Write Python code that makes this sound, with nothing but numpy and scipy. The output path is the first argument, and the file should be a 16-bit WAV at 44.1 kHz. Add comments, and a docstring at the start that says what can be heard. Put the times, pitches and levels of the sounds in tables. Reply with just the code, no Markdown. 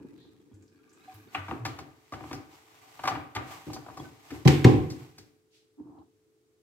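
"""The last of a pour gurgles from a big plastic water bottle into a tumbler in a hard, echoing room.
The bottle is lifted away, its thin walls buckling and crackling, and is set down with two heavy thumps.
A hand then slides the glass off the table, over a faint steady hum. Filtered noise renders flow and friction,
decaying sinusoids the resonances, and click clusters the impacts, each answered by a decaying room tail."""
import sys
import numpy as np
from scipy import signal
from scipy.fft import rfft, irfft
from scipy.io import wavfile

SR = 44100
rng = np.random.default_rng(int(sys.argv[2]) if len(sys.argv) > 2 else 0)


def unload_wav(signal):
    """Save mono or channel-first audio to the path in sys.argv[1] as 16-bit WAV at rate SR, clipped to [-1, 1]."""
    wavfile.write(
        sys.argv[1],
        SR,
        np.round(np.clip(np.atleast_2d(signal).T, -1, 1) * 32767).astype(np.int16),
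    )


N = 291930
TIME = np.arange(N) / SR
T = TIME[:SR]  # one second, the life of a single sound

# quiet room air, noise spectrum: f/Hz, level/dB per Hz
AIR_SPECTRUM = [(40, -28.5), (110, -12), (220, -25), (320, -7), (450, -17.5), (570, -28), (2900, -34.5),
                (7900, -35), (9300, -38.5), (15800, -42)]
AIR_DB, HUM_HZ, HUM_DB = -71.5, 434, -72
# reverberation of the room: f/Hz, t60/s
ROOM_DECAY = [(80, 0.59), (300, 0.58), (2500, 0.54), (6000, 0.39), (14000, 0.75)]
# left-right correlation of diffuse sound: f/Hz, correlation (1 = identical)
STEREO_LIKENESS = [(35, 0.29), (100, 1), (250, 0.29), (500, 1), (1000, 0)]
EDGE_HZ = 15900  # upper limit of the recorded band

# stream into the glass until about 0.75 s, then water settling in it: t/s, gurgle level/dB, trickle level/dB
WATER_LEVELS = [(0, -57.5, -69.5), (0.45, -60.5, -83.5), (0.8, -63.5, -74), (1.1, -63, -64.5),
                (1.4, -58.5, -70)]
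# resonances of the air above the water in the glass: f/Hz, width/Hz, level/dB
GLASS_AIR_MODES = [(1220, 23, 6.5), (1610, 140, 4.5), (2400, 190, 1), (3800, 340, -8)]
SPRAY_DB = -17.5  # fine spray, relative to the gurgle
BUBBLES_PER_S, BUBBLE_LOW_HZ, BUBBLE_HIGH_HZ = 97, 1103, 4445  # small bubbles in the glass
BUBBLE_CYCLES, BUBBLE_RISE_PER_S = 40, 1.3  # cycles to fall to 1/e, fractional upward glide
BUBBLES_DB = -2  # relative to the trickle

# glugs of air in the bottle neck: t/s, level/dB before GLUG_TRIM_DB
GLUG_EVENTS = [(0.001, -33), (0.045, -32), (0.122, -37), (0.248, -38.5), (0.513, -40)]
# droplets, tiny bursting bubbles, and last a tick of the glass rim: t/s, level/dB before TICK_TRIM_DB, f/Hz
DROPLET_AND_RIM_TICKS = [(0.541, -56, 7400), (0.623, -54.5, 7100), (0.676, -57, 5330), (0.893, -54, 6360),
                         (0.9294, -51, 7600), (1.142, -44.5, 13200), (5.985, -64, 3810)]
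GLUG_TRIM_DB, TICK_TRIM_DB = -13, -15
# hollow notes and squeaks of the tilting bottle, bubbles in its water: t/s, level/dB, f/Hz, swell/s, t60/s
BOTTLE_NOTES = [(0.532, -48, 97.7, 0.0063, 0.49), (1.072, -41, 754, 0.018, 0.17),
                (1.136, -47, 104, 0.019, 0.38), (1.369, -38, 97, 0.033, 0.49),
                (1.541, -34, 116.7, 0.12, 0.13), (3.996, -47.5, 3340, 0.0045, 0.044),
                (4.039, -49.5, 1513, 0.018, 0.11), (4.959, -39.5, 126.5, 0.071, 0.15)]
# soft swishes of water and of the moving arm: t/s, level/dB, centre f/Hz, half-width/Hz, rise/s, t60/s
SWISH_EVENTS = [(0.139, -64.5, 3740, 500, 0.094, 0.5), (5.489, -64.5, 3035, 2440, 0.079, 0.41)]

# hands shifting their grip on the bottle: peak t/s, effort level/dB, swell/s
GRIP_EVENTS = [(1.15, -5.5, 0.096), (1.344, 3, 0.018), (1.508, -1, 0.039), (2.3, 0, 0.12),
               (2.55, -3.5, 0.035), (3.07, 0, 0.36), (3.517, 11.5, 0.038), (3.7, 2, 0.067),
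               (4.054, -0.5, 0.18), (4.352, 4, 0.099), (5.04, -3.5, 0.7)]
GRIP_RELEASE_S = 0.07  # time for a grip's effort to fall to 1/e
# light effort all the while the bottle is held
CARRY_S, CARRY_END_S, CARRY_DB, CARRY_FADE_S = 1, 5.24, -18.5, 0.073
RUB_DB, RUSTLE_DB, RUSTLE_POWER = -58.5, -57, 0.76  # at 0 dB effort; the rustle grows more slowly
# buckles of the wall: t/s, then level/dB of knock, crack, fine tick and boom of the air inside
BUCKLE_EVENTS = [(1.347, -34.5, -30, -56, -43.5), (1.482, -40, -47.5, -60, -41),
                 (1.510, -35.5, -43.5, -68, -37), (1.651, -36, -35, -37, -36.5),
                 (1.663, -46, -68, -70, -60), (1.787, -43.5, -48, -49, -45.5), (2.122, -40, -52, -52, -43),
                 (2.135, -45, -45.5, -55, -46), (2.206, -49, -56, -72, -44),
                 (2.238, -47.5, -54.5, -74, -50), (2.311, -42, -47.5, -57, -38.5),
                 (2.329, -46, -44, -44, -44.5), (2.992, -44.5, -48.5, -64.5, -57.5),
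                 (3.036, -34.5, -42.5, -47, -42), (3.052, -35.5, -37.5, -46, -43.5),
                 (3.074, -25.5, -29.5, -34, -60), (3.115, -38, -50, -64, -36.5),
                 (3.151, -38.5, -41, -62, -44.5), (3.350, -49.5, -40.5, -41.5, -45.5),
                 (3.362, -33, -33.5, -49, -37), (3.667, -60, -64, -68, -37), (3.698, -46, -63, -70, -44.5),
                 (3.732, -49.5, -52.5, -41, -44), (3.762, -44.5, -51.5, -70, -48),
                 (3.863, -47.5, -61, -66, -54.5), (3.884, -47, -62, -71.5, -51.5),
                 (3.899, -51, -63, -71, -51.5), (3.971, -44.5, -56.5, -50.5, -45.5),
                 (3.998, -47, -67, -61, -42), (4.304, -57.5, -47, -52.5, -48.5),
                 (4.316, -57.5, -63, -68, -37.5), (4.901, -65, -54, -44, -41.5),
                 (5.181, -62, -56, -49.5, -52)]
# resonances colouring the bottle's sounds, probably of room, table or microphone: f/Hz, width/Hz, lift/dB
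COLOURING_MODES = [(768.7, 17, 8), (1185, 70, 1.5), (1492, 35, -3)]
# air inside the bottle, noise spectrum: f/Hz, level/dB per Hz
BOOM_SPECTRUM = [(60, -12.5), (110, -1), (150, -3.5), (200, -16), (300, 1.5), (380, -9), (480, -15),
                 (800, -38)]
# knocked or rubbed bottle wall, also the scraping glass, noise spectrum: f/Hz, level/dB per Hz
WALL_SPECTRUM = [(450, -15), (660, 0), (790, 1.5), (1000, 2.5), (1300, -4.5), (1800, -11.5), (3000, -43.5)]
# cracking wall, noise spectrum: f/Hz, level/dB per Hz
CRACK_SPECTRUM = [(850, -23.5), (1250, 0), (2300, 1), (3400, -8), (4800, -19.5), (8000, -33)]
# fine ticks of the wall, noise spectrum: f/Hz, level/dB per Hz
TICK_SPECTRUM = [(4500, 6.5), (6000, 2), (8300, -6), (9500, -13), (12000, -11), (15500, -14)]
# rustling wall, also the water's spray, noise spectrum: f/Hz, level/dB per Hz
RUSTLE_SPECTRUM = [(2000, 2.5), (3500, -2.5), (8200, -6.5), (9500, -14.5), (12500, -8.5), (15800, -15.5)]

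# landings of the bottle: t/s, push level/dB, push f/Hz, rise/s, ring level/dB
LANDING_EVENTS = [(4.454, -12, 140.9, 0.015, -19), (4.647, -6.5, 124.8, 0.0065, -15.5)]
# sharp snaps of the landing, partly overload crackle: t/s, level/dB, left delay/s, treble tilt/dB per octave
SNAP_EVENTS = [(4.451, -38, 0.0058, 2), (4.475, -20, 0.0034, 1.5), (4.644, -23, 0, 0)]
# modes of the bottle and the surface it lands on: f/Hz, level/dB, t60/s
SURFACE_MODES = [(160, -5, 0.2), (232, -12.5, .45), (290, -8.5, 0.48), (312, -8.5, 0.57),
                 (356.5, -11.5, 0.56), (507, -17, 0.38), (761, -16.5, 0.44), (836, -24.5, 0.42),
                 (994, -25.5, 0.32)]
BASE_DB, BASE_T60 = -3.5, 0.49  # the base itself rings on at the pitch of its push
# boom of the landing, noise spectrum: f/Hz, level/dB per Hz
THUMP_SPECTRUM = [(85, -3.5), (150, -0.5), (199, -15.5), (270, -5), (405, -8), (600, -26), (690, -28),
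                  (758, -14.5), (900, -27.5), (1060, -19), (1300, -44.5)]
# sharp snap of the landing, noise spectrum before its tilt: f/Hz, level/dB per Hz
SNAP_SPECTRUM = [(900, -2), (2200, 3.5), (3300, -1.5), (6000, -9), (8300, -15.5), (9600, -27.5),
                 (12000, -22), (15800, -33.5)]

# glass on the table, also glugs and gurgle, noise spectrum: f/Hz, level/dB per Hz
HOLLOW_SPECTRUM = [(80, -18), (230, -16.5), (300, -6), (370, -14.5), (470, -22.5), (600, -38.5),
                   (900, -32.5)]
# jolts of the sliding glass: t/s, level/dB
JOLT_EVENTS = [(5.798, -39.5), (5.855, -46.5), (5.895, -47), (5.985, -48)]
TABLE_HZ, TABLE_T60 = 304, 0.16  # the hollow note of each jolt
SLIDE_S, SLIDE_RISE_S, LIFT_S, LIFT_T60 = 5.768, 0.033, 5.99, 0.27  # the glass slides, then leaves the table
JUDDER_DB, JUDDER_DB_PER_S = -49, -20.5  # level at the start of the slide, and its change
SCRAPE_DB, SCRAPE_DB_PER_S = -67.5, 37
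SCRAPE_SQUEAK = [(760, 33, 0.5)]  # the scrape gathers round one note: f/Hz, width/Hz, level/dB


def amp(db):
    """Logarithmic level: 20 dB is a factor of ten in amplitude."""
    return 10 ** (np.asarray(db) / 20)


def unit(x):
    """Power normalization to rms 1."""
    return x / np.sqrt(np.mean(x ** 2) + 1e-30)


def read(points, hz):
    """Linear interpolation of a table on a logarithmic frequency axis."""
    f, value = np.transpose(points)
    return np.interp(np.log(hz + 1), np.log(f + 1), value)


def add(mix, s, sound):
    """Superposition: a sound joins the mix from time s."""
    part = mix[:, max(round(s * SR), 0):][:, :sound.shape[-1]]
    part += sound[..., :part.shape[1]]


def decay(t, t60):
    """Exponential damping: 60 dB lost in t60 seconds."""
    return np.exp(-np.log(1000) * t / t60)


def fade(rise_s, t60):
    """Transient envelope: a smooth rise, then exponential damping."""
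    rise_s = max(rise_s, 1 / SR)
    rise = np.sin(np.pi / 2 * np.minimum(T / rise_s, 1)) ** 2
    return rise * decay(np.maximum(T - rise_s, 0), t60)


def wander(rate_hz):
    """Low-pass random process: slow motion of rms 1."""
    low = np.fft.rfftfreq(N, 1 / SR) < rate_hz
    return unit(irfft(rfft(rng.standard_normal(N)) * low, N))


def level(curve, column):
    """Amplitude envelope: gain over time from one dB column, silent outside the table."""
    rows = np.array(curve)
    return amp(np.interp(TIME, rows[:, 0], rows[:, column], left=-200, right=-200))


def resonances(hz, modes):
    """Modal superposition: the complex response of damped resonators."""
    return sum(amp(db) / (1 + 2j * (hz - f) / width) for f, width, db in modes)


def colour(x, spectrum, size=4096):
    """Minimum-phase filtering: a causal response whose phase follows from its log gain."""
    hz = np.abs(np.fft.fftfreq(size, 1 / SR)) + 1
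    octaves_outside = np.abs(np.log2(hz / np.clip(hz, spectrum[0][0], spectrum[-1][0])))
    gain_db = np.maximum(read(spectrum, hz) - 24 * octaves_outside, -100)
    log_response = np.conj(signal.hilbert(np.log(amp(gain_db))))
    taps = np.fft.ifft(np.exp(log_response)).real[:size // 2]
    return signal.fftconvolve(np.atleast_2d(x), taps[None], axes=1)[:, :x.shape[-1]]


def diffuse(size):
    """Diffuse field: noise whose correlation between the two microphones depends on frequency."""
    same = np.clip(read(STEREO_LIKENESS, np.fft.rfftfreq(size, 1 / SR)), -1, 1)
    mid, side = np.exp(2j * np.pi * rng.random((2, size // 2 + 1)))
    mid, side = mid * np.sqrt(1 + same), side * np.sqrt(1 - same)
    return unit(irfft([mid + side, mid - side], size))


def room_tail(build_s=0.0013):
    """Reverberation: a diffuse echo tail of energy 1, each band dying at its own rate."""
    hz, t, z = signal.stft(diffuse(SR), SR, nperseg=256)
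    damped = z * decay(t, read(ROOM_DECAY, hz)[:, None])
    tail = signal.istft(damped, SR, nperseg=256)[1][:, :SR]
    tail *= 1 - np.exp(-T / build_s)
    return tail / np.linalg.norm(tail[0])


def blow(spectrum, length_s, tail, room_db, lag_s):
    """Impact excitation: a click and its dying cluster, filtered, plus the room. Direct gain 1 over 10 ms."""
    clicks = unit(rng.standard_normal(SR) ** 3) * np.exp(-T / length_s) * fade(0.002, t60=1)
    clicks[0] += 0.2 * np.linalg.norm(clicks)
    direct = colour(clicks[:SR // 4], spectrum)[0]
    direct = np.pad(direct / np.linalg.norm(direct), (0, SR - len(direct)))
    # the far microphone hears it later: the left one for a positive lag
    pair = np.array([np.roll(direct, max(round(side * lag_s * SR), 0)) for side in (1, -1)])
    echo = colour(tail, spectrum)
    echo *= np.sqrt(2) / np.linalg.norm(echo)
    return np.sqrt(SR / 100) * (pair + amp(room_db) * echo)


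def background():
    """Steady sources: noise of the room air, and a faint tone slightly wavering in phase."""
    hum = np.sqrt(2) * np.sin(2 * np.pi * HUM_HZ * TIME + 0.5 * wander(rate_hz=5.5))
    return amp(AIR_DB) * unit(colour(diffuse(N), AIR_SPECTRUM)) + amp(HUM_DB) * hum


def water_in_glass():
    """Turbulent excitation: noise gurgles, sprays and patters in the glass's air as water pours, then settles."""
    hz = np.fft.rfftfreq(N, 1 / SR)
    cavity = resonances(hz, GLASS_AIR_MODES) / (1 + (hz / GLASS_AIR_MODES[-1][0]) ** 4)
    patter = amp(5 * wander(rate_hz=250))
    trickle = unit(irfft(rfft(diffuse(N) * patter) * cavity, N))
    gurgle = unit(colour(diffuse(N), HOLLOW_SPECTRUM)) * unit(amp(2 * wander(rate_hz=24)))
    spray = amp(SPRAY_DB) * unit(colour(diffuse(N) * patter, RUSTLE_SPECTRUM))
    return (gurgle + spray) * level(WATER_LEVELS, column=1) + trickle * level(WATER_LEVELS, column=2)


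def bubbles(count=28):
    """Bubble resonance: bubbles of many sizes ping in the glass, glide up a little and echo in the room."""
    t, pings = T[:SR // 12], np.zeros(N)
    for hz in np.geomspace(BUBBLE_LOW_HZ, BUBBLE_HIGH_HZ, count):
        gliding = np.sin(2 * np.pi * hz * t * (1 + BUBBLE_RISE_PER_S * t / 2))
        ping = gliding * np.exp(-hz * t / BUBBLE_CYCLES) * (1 - np.exp(-hz * t / 2))
        births = (rng.random(N) < BUBBLES_PER_S / count / SR) * rng.random(N) ** 2
        pings += signal.oaconvolve(births, ping)[:N]
    wet = signal.fftconvolve(pings[None], room_tail(), axes=1)[:, :N]
    return amp(BUBBLES_DB) * unit(pings + wet) * level(WATER_LEVELS, column=2)


def glugs_ticks_and_notes():
    """Short transients: air gulps through the neck, droplets and the glass rim tick, the bottle sounds notes."""
    out = np.zeros((2, N))
    for s, db in GLUG_EVENTS:
        glug = blow(HOLLOW_SPECTRUM, length_s=0.013, tail=room_tail(), room_db=2.5, lag_s=0)
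        add(out, s, amp(db + GLUG_TRIM_DB) * glug)
    for s, db, hz in DROPLET_AND_RIM_TICKS:
        band = [(hz / 2, -20), (hz / np.sqrt(2), -10), (hz, 0), (hz * np.sqrt(2), -20)]
        tick = blow(band, length_s=0.011, tail=room_tail(), room_db=1.5, lag_s=0)
        add(out, s, amp(db + TICK_TRIM_DB) * tick)
    for s, db, hz, swell, t60 in BOTTLE_NOTES:
        add(out, s, amp(db) * np.sin(2 * np.pi * hz * T) * fade(swell, t60))
    return out


def swishes():
    """Band-limited noise: soft hisses that swell and die."""
    out = np.zeros((2, N))
    hz = np.fft.rfftfreq(SR, 1 / SR)
    for s, db, centre, width, rise, t60 in SWISH_EVENTS:
        band = 1 / (1 + ((hz - centre) / width) ** 2)
        band *= hz ** 2 / (hz ** 2 + centre ** 2)  # less bass
        hiss = unit(irfft(rfft(diffuse(SR)) * band, SR))
        add(out, s, amp(db) * hiss * fade(rise, t60))
    return out


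def effort():
    """Addition of powers: a light steady hold, and a swell and release for each new grip of the hands."""
    outside = np.abs(TIME - np.clip(TIME, CARRY_S, CARRY_END_S))
    power = (amp(CARRY_DB) * np.exp(-outside / CARRY_FADE_S)) ** 2
    for s, db, swell_s in GRIP_EVENTS:
        distance = np.maximum((s - TIME) / swell_s, (TIME - s) / GRIP_RELEASE_S)
        power = power + (amp(db) * np.exp(-distance)) ** 2
    return np.sqrt(power)


def handling(slosh_db=-5, crinkle_db=-6):
    """Granular friction: fingers rub the wall in small grainy slips while water rocks in the bottle."""
    slosh = unit(colour(diffuse(N), BOOM_SPECTRUM))
    grain = unit(amp(3.2 * wander(rate_hz=900) + 1.3 * wander(rate_hz=35)))
    rub = unit(colour(diffuse(N) * grain, WALL_SPECTRUM))
    crinkle = unit(colour(diffuse(N) * grain, CRACK_SPECTRUM))
    rustle = unit(colour(diffuse(N) * np.sqrt(grain), RUSTLE_SPECTRUM))
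    work = effort()
    rubbing = rub + amp(crinkle_db) * crinkle + amp(slosh_db) * slosh
    return amp(RUB_DB) * work * rubbing + amp(RUSTLE_DB) * work ** RUSTLE_POWER * rustle


def dented(spectrum, count=48):
    """Changed modes: each new dent in the plastic gives the spectrum chance peaks and dips."""
    hz = np.geomspace(spectrum[0][0], spectrum[-1][0], count)
    depth_db = 2.2
    return list(zip(hz, read(spectrum, hz) + depth_db * rng.standard_normal(count)))


def buckles(firm_db=-40):
    """Snap-through buckling: each event knocks the wall, cracks, ticks and pumps the air inside."""
    out = np.zeros((2, N))
    lag_s = -0.00008  # the right microphone hears it later
    for s, knock_db, crack_db, tick_db, boom_db in BUCKLE_EVENTS:
        tail = room_tail()
        force_db = min(knock_db - firm_db, 1)  # gentle buckles are duller and shorter
        wall = [(hz, db + force_db * max(np.log2(hz / 850), 0)) for hz, db in WALL_SPECTRUM]
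        knock = blow(wall, length_s=0.01 * amp(force_db), tail=tail, room_db=-3, lag_s=lag_s)
        boom = blow(BOOM_SPECTRUM, length_s=0.046, tail=tail, room_db=5, lag_s=0)
        crack = blow(dented(CRACK_SPECTRUM), length_s=0.0082, tail=tail, room_db=-3, lag_s=lag_s)
        tick = blow(dented(TICK_SPECTRUM), length_s=0.018, tail=tail, room_db=-6, lag_s=lag_s)
        add(out, s, amp(knock_db) * knock + amp(boom_db) * boom)
        add(out, s, amp(crack_db) * crack + amp(tick_db) * tick)
    return out * amp([[0.8], [-0.8]])  # dB, a little louder on the left


def colouring(x):
    """Linear filtering: resonances, probably of room, table or microphone, colour the bottle's sounds."""
    hz = np.fft.rfftfreq(2 * N, 1 / SR)
    response = 1 + resonances(hz, COLOURING_MODES)
    return irfft(rfft(x, 2 * N) * response)[:, :N]


def landings(lag_s=0.00036):
    """Impact and free vibration: the bottle drops on one edge, then flat; push, ringing modes, boom, sharp snaps."""
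    out = np.zeros((2, N))
    heard = T - np.array([[lag_s], [0]])  # set down to the right
    for s, push_db, push_hz, rise, ring_db in LANDING_EVENTS:
        push = -np.sin(2 * np.pi * push_hz * heard) * fade(rise, t60=0.06)
        modes = [(push_hz, BASE_DB, BASE_T60)] + list(SURFACE_MODES)
        ring = -sum(amp(db) * np.sin(2 * np.pi * hz * heard) * fade(rise, t60) for hz, db, t60 in modes)
        ring /= np.sqrt(np.mean(ring[:, :SR // 10] ** 2))  # rms 1 over the first 0.1 s
        boom = blow(THUMP_SPECTRUM, length_s=0.0074, tail=room_tail(), room_db=9, lag_s=lag_s)
        add(out, s, amp(push_db) * push + amp(ring_db) * (ring + boom))
    for s, db, delay_s, tilt_db in SNAP_EVENTS:
        lowest_hz = SNAP_SPECTRUM[0][0]
        tilted = [(hz, level_db + tilt_db * np.log2(hz / lowest_hz)) for hz, level_db in SNAP_SPECTRUM]
        add(out, s, amp(db) * blow(tilted, length_s=0.0045, tail=room_tail(), room_db=-2, lag_s=delay_s))
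    return out


def glass(ragged_db=2.5):
    """Stick-slip friction: the tumbler's judder weakens while the scrape grows; jolts sound the table's note."""
    slips = unit(amp(2 * wander(rate_hz=120) + ragged_db * wander(rate_hz=23)))
    moving_s = np.clip(TIME, SLIDE_S, LIFT_S) - SLIDE_S
    contact = np.minimum(moving_s / SLIDE_RISE_S, 1) * decay(np.maximum(TIME - LIFT_S, 0), LIFT_T60)
    # each spectrum is applied twice, which doubles its dB contrasts
    judder = unit(colour(colour(diffuse(N) * slips, HOLLOW_SPECTRUM), HOLLOW_SPECTRUM))
    rough = colour(colour(diffuse(N) * slips, WALL_SPECTRUM), WALL_SPECTRUM)
    squeak = 1 + resonances(np.fft.rfftfreq(N, 1 / SR), SCRAPE_SQUEAK)
    scrape = unit(irfft(rfft(rough) * squeak, N))
    judder *= amp(JUDDER_DB + JUDDER_DB_PER_S * moving_s)
    scrape *= amp(SCRAPE_DB + SCRAPE_DB_PER_S * moving_s)
    out = contact * (judder + scrape)
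    for s, db in JOLT_EVENTS:
        note = np.sin(2 * np.pi * TABLE_HZ * T) * fade(0.0062, TABLE_T60)
        knock = blow(HOLLOW_SPECTRUM, length_s=0.01, tail=room_tail(), room_db=0, lag_s=0)
        add(out, s, amp(db) * (note + amp(-6.5) * knock))
    return out


def scene():
    """Linear superposition of all sources at the two microphones."""
    pour = water_in_glass() + bubbles() + glugs_ticks_and_notes()
    bottle = colouring(handling() + buckles()) + landings()
    return background() + pour + swishes() + bottle + glass()


def record(dry, low_cut_hz=48):
    """Band limitation: the microphones lose the deepest bass; full-scale limit, then the treble limit."""
    thin = signal.sosfilt(signal.butter(2, low_cut_hz, "high", fs=SR, output="sos"), dry)
    taps = signal.firwin(511, EDGE_HZ, window=("kaiser", 9), fs=SR)
    return signal.oaconvolve(np.clip(thin, -1, 1), taps[None], "same")


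dry = scene()
out = record(dry)
unload_wav(out)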